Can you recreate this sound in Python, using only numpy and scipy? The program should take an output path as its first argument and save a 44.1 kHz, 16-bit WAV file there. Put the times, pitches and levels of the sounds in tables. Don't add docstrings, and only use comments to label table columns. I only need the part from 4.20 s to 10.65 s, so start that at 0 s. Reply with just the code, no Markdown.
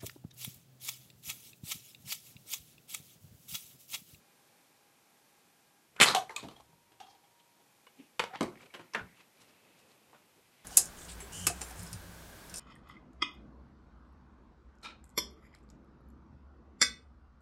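import sys
import numpy as np
from scipy import signal
from scipy.fft import rfft, irfft, next_fast_len
from scipy.io import wavfile
from scipy.ndimage import uniform_filter1d, map_coordinates

SR = 44100
rng = np.random.default_rng(int(sys.argv[2]) if len(sys.argv) > 2 else 0)


def makeup_ratio(level_db):
    decades = np.asarray(level_db, float) / 20
    return 10 ** decades


def pcm_store(signal):
    levels = np.round(np.clip(np.atleast_2d(signal), -1, 1) * 32767)
    wavfile.write(sys.argv[1], SR, levels.astype(np.int16).T)


N = 284291

# (time [s], peak [dB], hardness [dB/octave], local note [Hz])
SHOT_HITS = [
    (1.763, -39.5, -4.5, 2393),
    (1.8, -9.5, -3, 3630),
    (1.806, -15.5, -2, 2511),
    (1.811, -1.5, -0.8, 2230),
    (1.818, -5, 1.5, 2100),
    (1.8235, -9.5, 0.5, 2500),
    (1.829, -4, 0.3, 3000),
    (1.837, -12, -0.1, 1972),
    (1.843, -15.5, -2, 1299),
]
WALL_HITS = [
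    (1.875, -20, 0.5, 1203),
    (1.885, -19, 2, 3903),
    (2.178, -38, 3, 1900),
    (2.195, -40, -2, 3920),
    (2.226, -44, 5, 3300),
]
STRIKE_HITS = [
    (1.9475, -11.5, 2.5, 3180),
    (1.9644, -25, 16, 3190),
    (2.2852, -37, 0, 3510),
]
CUP_HITS = [
    (1.95, -29, 8, 800),
    (1.971, -33, 6, 900),
    (2.398, -44.5, 1, 1215),
    (2.405, -43, 1.5, 795),
    (2.529, -54, -5, 772),
]
ROLL_HITS = [
    (2.362, -47.5, 1.5, 3270),
    (2.717, -51, -0.5, 2500),
    (2.801, -37.5, 2.5, 846),
    (3.039, -56, 1.5, 802),
    (3.399, -56, -2, 992),
]
GLANCE_HITS = [
    (2.095, -34.5, 2, 1100),
    (2.107, -36.5, 5, 910),
]
TIP_HITS = [
    (2.162, -21, 3.5, 2490),
    (2.18, -36.5, -4, 4800),
]
SEAT_HITS = [
    (2.228, -33.5, -1, 645),
    (2.237, -36.5, 5, 330),
    (2.249, -33.5, -5, 412),
    (2.269, -51.5, 10, 272),
    (2.31, -43.5, 5, 699),
    (2.49, -51.5, -8, 200),
]
SHELL_HITS = [
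    (3.667, -46, -0.5, 1100),
    (3.994, -15, 1.5, 1477),
    (3.999, -14.5, -1.5, 902),
    (4.015, -36.5, -25, 910),
    (4.038, -25.5, 0, 875),
    (4.135, -36.5, -8.5, 1350),
    (4.156, -30, -6, 300),
    (4.355, -44, -3, 1110),
]
DESK_HITS = [
    (4.208, -13.5, -1.5, 362),
    (4.217, -16.5, -4.5, 206),
    (4.228, -21.5, 0.5, 365),
    (4.24, -26, -13, 500),
    (4.285, -41, -1, 328),
    (4.823, -45, -7, 223),
]
GRIP_HITS = [
    (4.735, -34.5, 1, 5200),
    (4.747, -17, -3.5, 1540),
    (4.759, -26, -3, 1430),
    (4.774, -29, -8.5, 1650),
    (4.794, -31.5, -6, 1440),
    (4.819, -51, -9, 1423),
    (5.929, -45, -1.5, 910),
    (5.945, -45, -3, 586),
    (5.964, -59, -2, 968),
]
ROCK_HITS = [
    (4.5385, -36, -1, 2800),
    (4.545, -33.5, -2.5, 397),
    (4.593, -36.5, -6, 1490),
    (4.609, -49, 0, 2050),
]
CREAK_HITS = [
    (4.404, -46, -7.5, 2300),
    (4.413, -54, 13, 7000),
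    (4.429, -45.5, 1, 2470),
    (4.458, -47.5, 4, 2330),
    (4.506, -54, 1, 2250),
]
# (first peak [dB], loss per contact [dB], hardness [dB/octave], note [Hz])
WALL_RATTLE = (-14.5, 2.2, 0, 1200.5)
RIM_ROCKING = (-50, 1.5, 2, 590)
# (first time [s], spacing [s])
WALL_BEAT = (1.858, .0128)
RIM_BEAT = (2.829, .04)

# (frequency [Hz], width [Hz], level [dB])
BLASTER_BODY = ([(47, -53.5), (100, -22), (200, 0.5), (293, -13.5), (405, -6), (441, -7), (1300, -3),
                 (1840, -3.5), (1960, -1.5), (5180, -15.5), (7320, -11), (14000, -23)], [(2100, 270, -8),
                 (3140, 410, 1), (3630, 110, -5.5), (7300, 170, -4.5), (7858, 35, -5.5), (8200, 41, -8),
                 (8900, 25, -12.5), (8750, 42, -12.5), (10200, 290, -15), (12000, 32, -23.5)])
WALL_BODY = ([(59, -47), (100, -5), (877, -5.5), (952, -6), (1200, -6), (2570, -10), (3970, -10.5),
              (10700, -23), (14000, -32)], [(1122.5, 120, -1), (4084, 63, -1), (6155, 30, -22)])
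PAPER_BODY = ([(88, -52.5), (150, -48), (443, -1), (588, -14), (753, -3), (844, -14), (1120, -15),
               (1940, -33), (3190, -18.5), (12000, -35), (14000, -43.5)], [(763, 110, -13.5),
               (924, 60, -15), (1080, 35, -14.5)])
RIM_BODY = ([(120, -64), (200, -12.5), (667, -18.5), (809, -11), (1050, -22.5), (3330, -26.5),
             (13000, -43)], [(780, 60, -9.5), (2690, 36, -28), (3270, 90, -12)])
FOAM_BODY = ([(88, -57), (150, -20), (427, -4.5), (604, -13), (888, -11), (1010, -11.5), (12000, -46),
              (15600, -65), (22000, -120)], [(910, 44, -10), (4000, 62, -14)])
TIP_BODY = ([(120, -47), (200, -10), (815, 3), (1180, 8), (1720, -27), (2450, -7), (2780, -21.5),
             (14000, -33)], [(1180, 10, -12), (2490, 40, -2), (3000, 34, -7), (3630, 32, -4.5),
             (4000, 18, -4), (6930, 39, -9.5), (8360, 120, -9.5)])
PAD_BODY = ([(18, -48), (30, -5), (329, -9), (639, -14), (853, -16), (1590, -31), (3150, -29), (6000, -47),
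             (7800, -58), (13200, -120)], [(155.4, 9.6, 5), (300, 76, -6.5), (755, 60, -11)])
SHELL_BODY = ([(35, -43), (60, -18.5), (175, -11.5), (310, -15.5), (501, -15.5), (689, -14), (927, 4.5),
               (1060, -4), (4080, -16.5), (14000, -36)], [(491, 30, 10.5), (916, 82.1, -24),
               (1740, 21.4, -6), (2030, 32, -8), (2230, 110, 10.5), (2903, 86, 4.5), (3510, 60, 3),
               (5070, 31, -30)])
DESK_BODY = ([(18, -74.5), (30, -56), (93, -18.5), (363, -5), (435, -12.5), (1020, -19.5), (1190, -15.5),
              (1980, -31.5), (7360, -30), (14000, -39.5)], [(222, 32, 0), (354, 40, -9), (860, 22, -17),
              (1090, 55, -6.5), (2136, 120, -9.5), (3170, 61, -14)])
GRIP_BODY = ([(47, -53.5), (80, -49), (174, -1), (286, -11.5), (405, -4.5), (665, -11.5), (710, -7),
              (1420, -4.5), (14000, -36.5)], [(1050, 110, 3), (1440, 100, -2), (1697, 33, -11),
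              (2145, 90, 2), (2692, 270, 7.5), (3510, 48, -24.5)])
STOCK_BODY = ([(47, -55), (80, -17), (209, -6.5), (293, -11.5), (355, -4), (556, -11.5), (1420, -8.5),
               (13000, -26.5)], [(383, 42, -16), (3000, 530, -5)])
CATCH_BODY = ([(300, -30), (1500, 1), (2400, -8), (4000, -11), (13000, -29)], [(2350, 210, 0.0039)])

# (time [s], peak [dB], pitch [Hz], t60 [s])
BARE_SNAPS = [(1.8015, -10, 3600, 0.0074), (1.8111, -7, 2220, 0.0048), (1.8193, -11, 2900, .003),
              (1.84, -17, 2300, .006), (1.813, -7, 2570, 0.0029), (1.83, -4, 2600, 0.0029),
              (1.8586, -21, 4200, .005), (1.866, -13, 4420, .004), (1.8704, -19, 3500, .004),
              (1.881, -12, 4000, 0.0043), (1.8859, -12, 4000, 0.0043), (1.9497, -19, 3140, 0.0045),
              (1.9661, -19, 3180, 0.0061), (2.0947, -36, 2100, 0.022), (2.8015, -43, 3000, 0.0026),
              (2.804, -50, 5400, .008), (3.9923, -50, 1490, .006), (4.157, -41, 5540, 0.0025),
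              (4.181, -55, 4500, .003), (4.7364, -35.5, 5330, 0.0052), (4.7476, -20, 1650, 0.004),
              (4.751, -25.5, 2620, .008), (4.796, -36, 2500, .004), (4.786, -49, 6500, .004),
              (2.2854, -40, 3000, .005), (4.039, -32, 2500, .005), (4.0395, -29, 950, .012),
              (4.404, -57, 2320, .008), (4.534, -52, 2200, .008), (4.5445, -40, 3200, .008),
              (4.553, -44, 1600, .01), (4.595, -45, 2200, .005), (5.1716, -57.5, 4240, .005),
              (5.2078, -56.5, 2500, .006), (5.2909, -54, 5040, 0.0032), (5.7176, -54, 4120, .005)]
# (top time [s], peak [dB], half length [s], pitch [Hz])
SOFT_NOTES = [(1.951, -31, 0.0071, 795), (1.963, -28, 0.0031, 860), (1.978, -23, 0.0098, 745),
              (2.0, -32.5, 0.0046, 755), (2.021, -34, 0.0085, 735), (2.036, -42, .003, 700),
              (2.052, -52, 0.0065, 745), (2.108, -44, 0.0074, 888), (2.173, -43.5, 0.0098, 1185),
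              (2.19, -49, 0.0087, 1090), (2.367, -54.5, 0.0054, 3270), (2.813, -45, 0.0063, 795),
              (2.835, -54, .005, 850), (2.853, -60, 0.0065, 780), (2.881, -54, 0.014, 782),
              (2.91, -59.5, .008, 805), (2.932, -59, .005, 790), (2.953, -63, 0.0074, 808),
              (3.045, -64, 0.012, 806), (2.838, -62, 0.0092, 3240), (2.9, -73, .03, 3190),
              (4.018, -46, 0.0093, 894), (4.14, -41, 0.0087, 765), (4.153, -38.5, 0.0043, 840),
              (3.672, -51.5, 0.0028, 1050), (3.677, -61.5, 0.0086, 2920), (4.506, -56, 0.0033, 2250),
              (4.115, -49, .007, 736), (4.286, -39, 0.0044, 350), (4.739, -47, .003, 1050),
              (4.738, -48, .003, 2700), (4.79, -42, .005, 1680), (4.814, -44, .005, 1480)]
# (time
# [s], level [dB], half length [s], note [Hz])
GRAINY_SWELLS = [(4.556, -55, 0.026, 630), (4.55, -55, .02, 2030), (4.605, -57, .02, 1370),
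                 (4.24, -45.5, 0.035, 840), (4.145, -50, 0.033, 1840), (4.64, -71, 0.26, 2100),
                 (4.899, -68.5, 0.091, 2000), (4.108, -57, .025, 1360), (4.15, -47, .012, 1270),
                 (4.165, -52.5, 0.029, 3040), (3.8, -48.5, 0.027, 265), (4.235, -45.5, 0.028, 1950),
                 (4.23, -51.5, 0.034, 3800), (4.275, -53, .02, 1030), (4.32, -58, .025, 1200),
                 (4.76, -41.5, 0.024, 1370), (4.81, -51, 0.017, 1470), (4.4, -64, 0.026, 1400),
                 (4.8, -59, .02, 3000), (4.83, -54, 0.065, 170), (4.142, -48, 0.013, 1370),
                 (3.8, -63, .05, 2560), (4.375, -62, .015, 1900),
                 (1.85, -48, .1, 140), (1.845, -38, .04, 11000), (1.897, -34, 0.035, 1190),
              (2.103, -52, 0.022, 1500), (2.2, -55, .03, 3700), (2.245, -51, .02, 153),
              (2.25, -51, 0.032, 620), (1.96, -37, .025, 3200), (1.82, -26.5, .03, 1400),
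              (3.675, -65, .015, 1500), (3.2, -66, .015, 3200), (1.936, -41, 0.014, 1200),
              (1.963, -38, 0.019, 1020), (2.9, -66, 0.029, 5000), (2.812, -62.5, 0.023, 3300),
              (2.87, -68, .02, 4300), (2.87, -66, 0.019, 1100)]
# (time [s], level [dB], half length [s], swish over cloth [dB])
CLOTH_RUBS = [
    (4.422, -62.5, 0.053, -5),
    (4.977, -67, .03, -7),
    (5.006, -62, 0.02, -5.5),
    (5.218, -70, 0.048, 6),
    (5.293, -72, 0.044, 0),
    (5.452, -71.5, 0.18, -8.5),
    (5.594, -71.5, 0.037, 5),
    (5.708, -76, 0.052, 7.5),
    (5.925, -72.5, 0.19, -7),
    (6.447, -67.5, 0.14, -9.5),
]
# (time [s], level [dB], half length [s])
SLIPPER_DRAGS = [
    (4.33, -62.5, 0.034),
    (4.43, -58.5, 0.049),
    (4.998, -67, 0.052),
    (5.222, -66.5, 0.17),
    (5.47, -71, 0.19),
    (5.69, -67, 0.14),
    (5.92, -69, .15),
    (6.18, -69, 0.035),
    (6.447, -70.5, .1),
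]
# (time [s], level [dB], half length [s])
FLOOR_THUMPS = [
    (1.84, -60, 0.12),
    (2.26, -63.5, 0.19),
    (2.77, -78.5, 0.26),
    (4.0, -70, 0.064),
    (4.24, -58, 0.082),
    (4.82, -53, 0.044),
    (5.96, -87, 0.039),
    (6.2, -81, 0.32),
]
# (frequency [Hz], density [dB/Hz])
CLOTH_SPECTRUM = [(590, -28), (1000, -4.5), (1620, -6.5), (2580, 0.5), (5000, -16), (6500, -50),
                  (11000, -120)]
SWISH_SPECTRUM = [(2400, -15), (4000, -8), (9000, -14.5), (14000, -22)]
SHUFFLE_SPECTRUM = [(47, -61), (80, -5), (118, -2), (510, -2), (1500, -14.5), (1950, -29), (3300, -120)]
FLOOR_SPECTRUM = [(15, -39.5), (25, -12), (43, -8), (107, 0), (130, 4.5), (170, -30.5), (290, -120)]
HISS_SPECTRUM = [(15, -58.5), (25, -24.5), (74, -17), (129, -4.5), (214, -3), (686, -6.5), (826, -4.5),
                 (1200, -9), (1600, -10.5), (1740, -11), (2450, -9.5), (2720, -12), (8970, -15.5),
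                 (14100, -15.5)]
# (frequency [Hz], t60 [s])
ROOM_T60 = [(100, 0.38), (1000, 0.25), (4000, 0.21), (12000, 0.2)]
# (start [s], end [s], pitch [Hz], partial 1 [dB], partial 2 [dB], partial 3 [dB])
MOTOR_TONES = [
    (-.2, 1.74, 811, -81.5, -85, -89.5),
    (2.36, 3.51, 946, -76, -100, -100),
    (3.3, 4.05, 822, -84.5, -90, -86),
    (5.2, 5.8, 2580, -81, -100, -100),
]
# (time [s], level [dB])
HISS_GAIN = [(0, 2.5), (1.7, 1.6), (2.5, 0.5), (3.35, 0.3), (3.9, 1.3), (5, 1), (6.45, 0.5)]


def along(points, hz):
    f, v = np.transpose(points)
    return np.interp(np.log(hz + 1), np.log(f + 1), v)


def unit(x):
    return x / np.sqrt(np.mean(x ** 2) + 1e-20)


def wobble(rate_hz):
    knots = rng.standard_normal(int(N * rate_hz / SR) + 4)
    return map_coordinates(knots, [np.arange(N) * rate_hz / SR])


def grains(uneven_db, rate_hz):
    return rng.standard_normal(N) * makeup_ratio(uneven_db * wobble(rate_hz))


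def coloured(x, spectrum):
    size = next_fast_len(N + 8192)
    gain = makeup_ratio(along(spectrum, np.fft.rfftfreq(size, 1 / SR)))
    return unit(irfft(rfft(x, size) * gain, size)[:N])


def swells(rows, quick):
    t = np.arange(0, N / SR, .001)
    gain = sum(makeup_ratio(db - 10 * np.maximum(quick * (s - t), t - s) / half_s) for s, db, half_s in rows)
    return np.interp(np.arange(N) / SR, t, gain)


def repeats(beat, strength, count):
    first_s, spacing_s = beat
    db, loss_db, *tone = strength
    return [(first_s + k * spacing_s, db - k * loss_db, *tone) for k in range(count)]


def causal(gain):
    cepstrum = irfft(np.log(gain + 1e-6))
    half = len(cepstrum) // 2
    cepstrum[1:half] *= 2
    cepstrum[half + 1:] = 0
    return np.exp(rfft(cepstrum))


def resonance(hz, centre_hz, width_hz):
    width = (hz * width_hz) ** 2
    return width / ((centre_hz ** 2 - hz * hz) ** 2 + width + 1)


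def room(x):
    hz, t, z = signal.stft(rng.standard_normal(len(x)), SR, nperseg=256)
    decay = makeup_ratio(-60 * t / along(ROOM_T60, hz)[:, None])
    tail = signal.istft(z * decay, SR, nperseg=256)[1]
    tail = np.pad(tail, (round(.006 * SR), 0))
    return signal.fftconvolve(x, tail / np.linalg.norm(tail))[:len(x)]


def knocks(contacts, body, ring_db, room_db, t60_s, note_db, spread=0.024):
    size = 12288
    out = np.zeros(N + size)
    t, hz = np.arange(size) / SR, np.fft.rfftfreq(size, 1 / SR)
    broad, modes = body
    broad = makeup_ratio(along(broad, hz))
    for s, db, hardness_db, note_hz in contacts:
        ring = np.zeros(len(hz))
        for centre_hz, width_hz, mode_db in modes:
            a, b = rng.standard_normal(2)
            mode = resonance(hz, centre_hz * (1 + 0.0075 * b), width_hz + spread * centre_hz)
            ring += makeup_ratio(2 * (mode_db + 2.2 * a)) * mode
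        colour = broad + makeup_ratio(ring_db) * np.sqrt(ring)
        note = note_db * resonance(hz, note_hz, .4 * note_hz)
        colour *= makeup_ratio(hardness_db * np.log2((hz + 400) / 1500) + note)
        crackle_db = np.repeat(2.5 * rng.standard_normal(size // 32), 32)
        force = rng.standard_normal(size) * makeup_ratio(crackle_db - 60 * t / t60_s)
        force *= 1 - np.exp(-t / (0.037 * t60_s))
        hit = irfft(rfft(force) * causal(colour))
        early = np.linalg.norm(hit[:round(.008 * SR)])
        hit *= makeup_ratio(db - 8) * np.sqrt(0.0029 * SR) / early
        out[round(s * SR):][:size] += hit + makeup_ratio(room_db) * room(hit)
    return out[:N]


def blaster_shot():
    return knocks(SHOT_HITS, BLASTER_BODY, ring_db=-5.5, room_db=-11, t60_s=.036, note_db=4.5)


def laying_down():
    out = knocks(SHELL_HITS, SHELL_BODY, ring_db=-9.5, room_db=-7.5, t60_s=.021, note_db=1)
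    out += knocks(DESK_HITS, DESK_BODY, ring_db=-9, room_db=-7, t60_s=.022, note_db=6.5, spread=.04)
    return out + knocks(GRIP_HITS, GRIP_BODY, ring_db=-14, room_db=-7.5, t60_s=.048, note_db=9, spread=.029)


def cups_struck():
    out = knocks(CUP_HITS, PAPER_BODY, ring_db=9, room_db=-14, t60_s=.025, note_db=5, spread=.035)
    return out + knocks(STRIKE_HITS, PAPER_BODY, ring_db=9.5, room_db=-3.5, t60_s=.021, note_db=8.5, spread=.025)


def dart_drop():
    return knocks(TIP_HITS, TIP_BODY, ring_db=8.5, room_db=-8, t60_s=.025, note_db=5, spread=.028)


def rocking_back():
    return knocks(ROCK_HITS, STOCK_BODY, ring_db=-8, room_db=-4, t60_s=.043, note_db=3.5)


def seat_drops():
    out = knocks(SEAT_HITS, PAD_BODY, ring_db=-4, room_db=-3, t60_s=.054, note_db=3, spread=.054)
    return out + knocks(GLANCE_HITS, FOAM_BODY, ring_db=-16, room_db=-1.5, t60_s=.032, note_db=9, spread=.081)


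def cups_rolling():
    contacts = ROLL_HITS + repeats(RIM_BEAT, RIM_ROCKING, count=4)
    return knocks(contacts, RIM_BODY, ring_db=-3.5, room_db=-1, t60_s=.04, note_db=2.5, spread=.014)


def slaps_and_rattle():
    contacts = WALL_HITS + repeats(WALL_BEAT, WALL_RATTLE, count=6)
    return knocks(contacts, WALL_BODY, ring_db=-7.5, room_db=-2.5, t60_s=.035, note_db=5.5, spread=.14)


def hoots():
    out, t = np.zeros(N), np.arange(-.06, .12, 1 / SR)
    for s, db, half_s, hz in SOFT_NOTES:
        tone = np.sin(2 * np.pi * (hz * t + rng.random()))
        out[round((s + t[0]) * SR):][:len(t)] += makeup_ratio(db) * np.exp(-(t / half_s) ** 2) * tone
    return out


def snaps():
    out, t = np.zeros(N), np.arange(1024) / SR
    for s, db, hz, t60_s in BARE_SNAPS:
        puff = uniform_filter1d(rng.standard_normal(len(t)), size=3)
        swell = makeup_ratio(db - 60 * t / t60_s) * (1 - np.exp(-t * hz * 2.5))
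        out[round(s * SR):][:len(t)] += swell * (np.sin(2 * np.pi * hz * t) + 0.29 * puff)
    return out


def scrape():
    size = 32768
    lead = size // 4
    friction = np.pad(grains(2.3, 350), (0, size))
    out, hz = np.zeros(N + size), np.fft.rfftfreq(size, 1 / SR)
    t = (np.arange(size) - lead) / SR
    for s, db, half_s, note_hz in GRAINY_SWELLS:
        ring = (1j * hz * note_hz / (note_hz ** 2 - hz * hz + .4j * hz * note_hz)) ** 2
        at = round(s * SR) - lead
        swell = makeup_ratio(db - 10 * np.maximum(-2.4 * t, t) / half_s)
        out[at:at + size] += swell * unit(irfft(rfft(friction[at:at + size]) * ring))
    return out[:N]


def creaks():
    return knocks(CREAK_HITS, CATCH_BODY, ring_db=-2, room_db=-28, t60_s=.042, note_db=9)


def rustle():
    rubs = [(s, db, half_s) for s, db, half_s, _ in CLOTH_RUBS]
    swishes = [(s, db + over_db, 0.73 * half_s) for s, db, half_s, over_db in CLOTH_RUBS]
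    out = swells(rubs, quick=0.89) * coloured(grains(1.8, 280), CLOTH_SPECTRUM)
    out += swells(SLIPPER_DRAGS, quick=2.5) * coloured(grains(1.9, 60), SHUFFLE_SPECTRUM)
    out += swells(FLOOR_THUMPS, quick=2.5) * coloured(rng.standard_normal(N), FLOOR_SPECTRUM)
    return out + swells(swishes, quick=1.4) * coloured(grains(2.8, 580), SWISH_SPECTRUM)


def whine():
    t, out = np.arange(N) / SR, np.zeros(N)
    for start_s, end_s, hz, *levels_db in MOTOR_TONES:
        fade = np.clip(np.minimum(t - start_s, end_s - t) / .15, 0, 1)
        phase = 2 * np.pi * np.cumsum(hz * (1 + 0.0012 * wobble(3.0))) / SR
        sway_db = 3 + 1.8 * wobble(14)
        for k, db in enumerate(levels_db, 1):
            out += fade * makeup_ratio(db + sway_db) * np.sin(k * phase)
    return out


def hiss():
    s, db = np.transpose(HISS_GAIN)
    gain = uniform_filter1d(makeup_ratio(np.interp(np.arange(N) / SR, s, db, left=-120, right=-120)), size=441)
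    return makeup_ratio(-68 + 0.39 * wobble(3.3)) * gain * coloured(rng.standard_normal(N), HISS_SPECTRUM)


def scene():
    objects = blaster_shot() + laying_down() + cups_struck() + dart_drop() + rocking_back() + seat_drops()
    objects += cups_rolling() + slaps_and_rattle()
    objects += hoots() + snaps() + scrape() + creaks()
    hz = np.fft.rfftfreq(N, 1 / SR)
    thin = (1j * hz / (90 + 1j * hz)) ** 2
    dull = makeup_ratio(-7 * (hz / 13500) ** 6)
    heard = irfft(rfft(objects) * thin * dull, N)
    return (heard + rustle() + whine() + hiss())[None]


def low_pass(x):
    return signal.sosfilt(signal.butter(12, 14230, fs=SR, output="sos"), x)


def record(dry):
    rounded = dry / (1 + np.abs(dry / .7) ** 4) ** (1 / 4)
    hz, top_hz = np.fft.rfftfreq(N, 1 / SR), 13900
    limited = irfft(rfft(rounded) * np.clip((top_hz + 100 - hz) / 200, 0, 1), N)
    return low_pass(limited)


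dry = scene()
out = record(dry)
pcm_store(out)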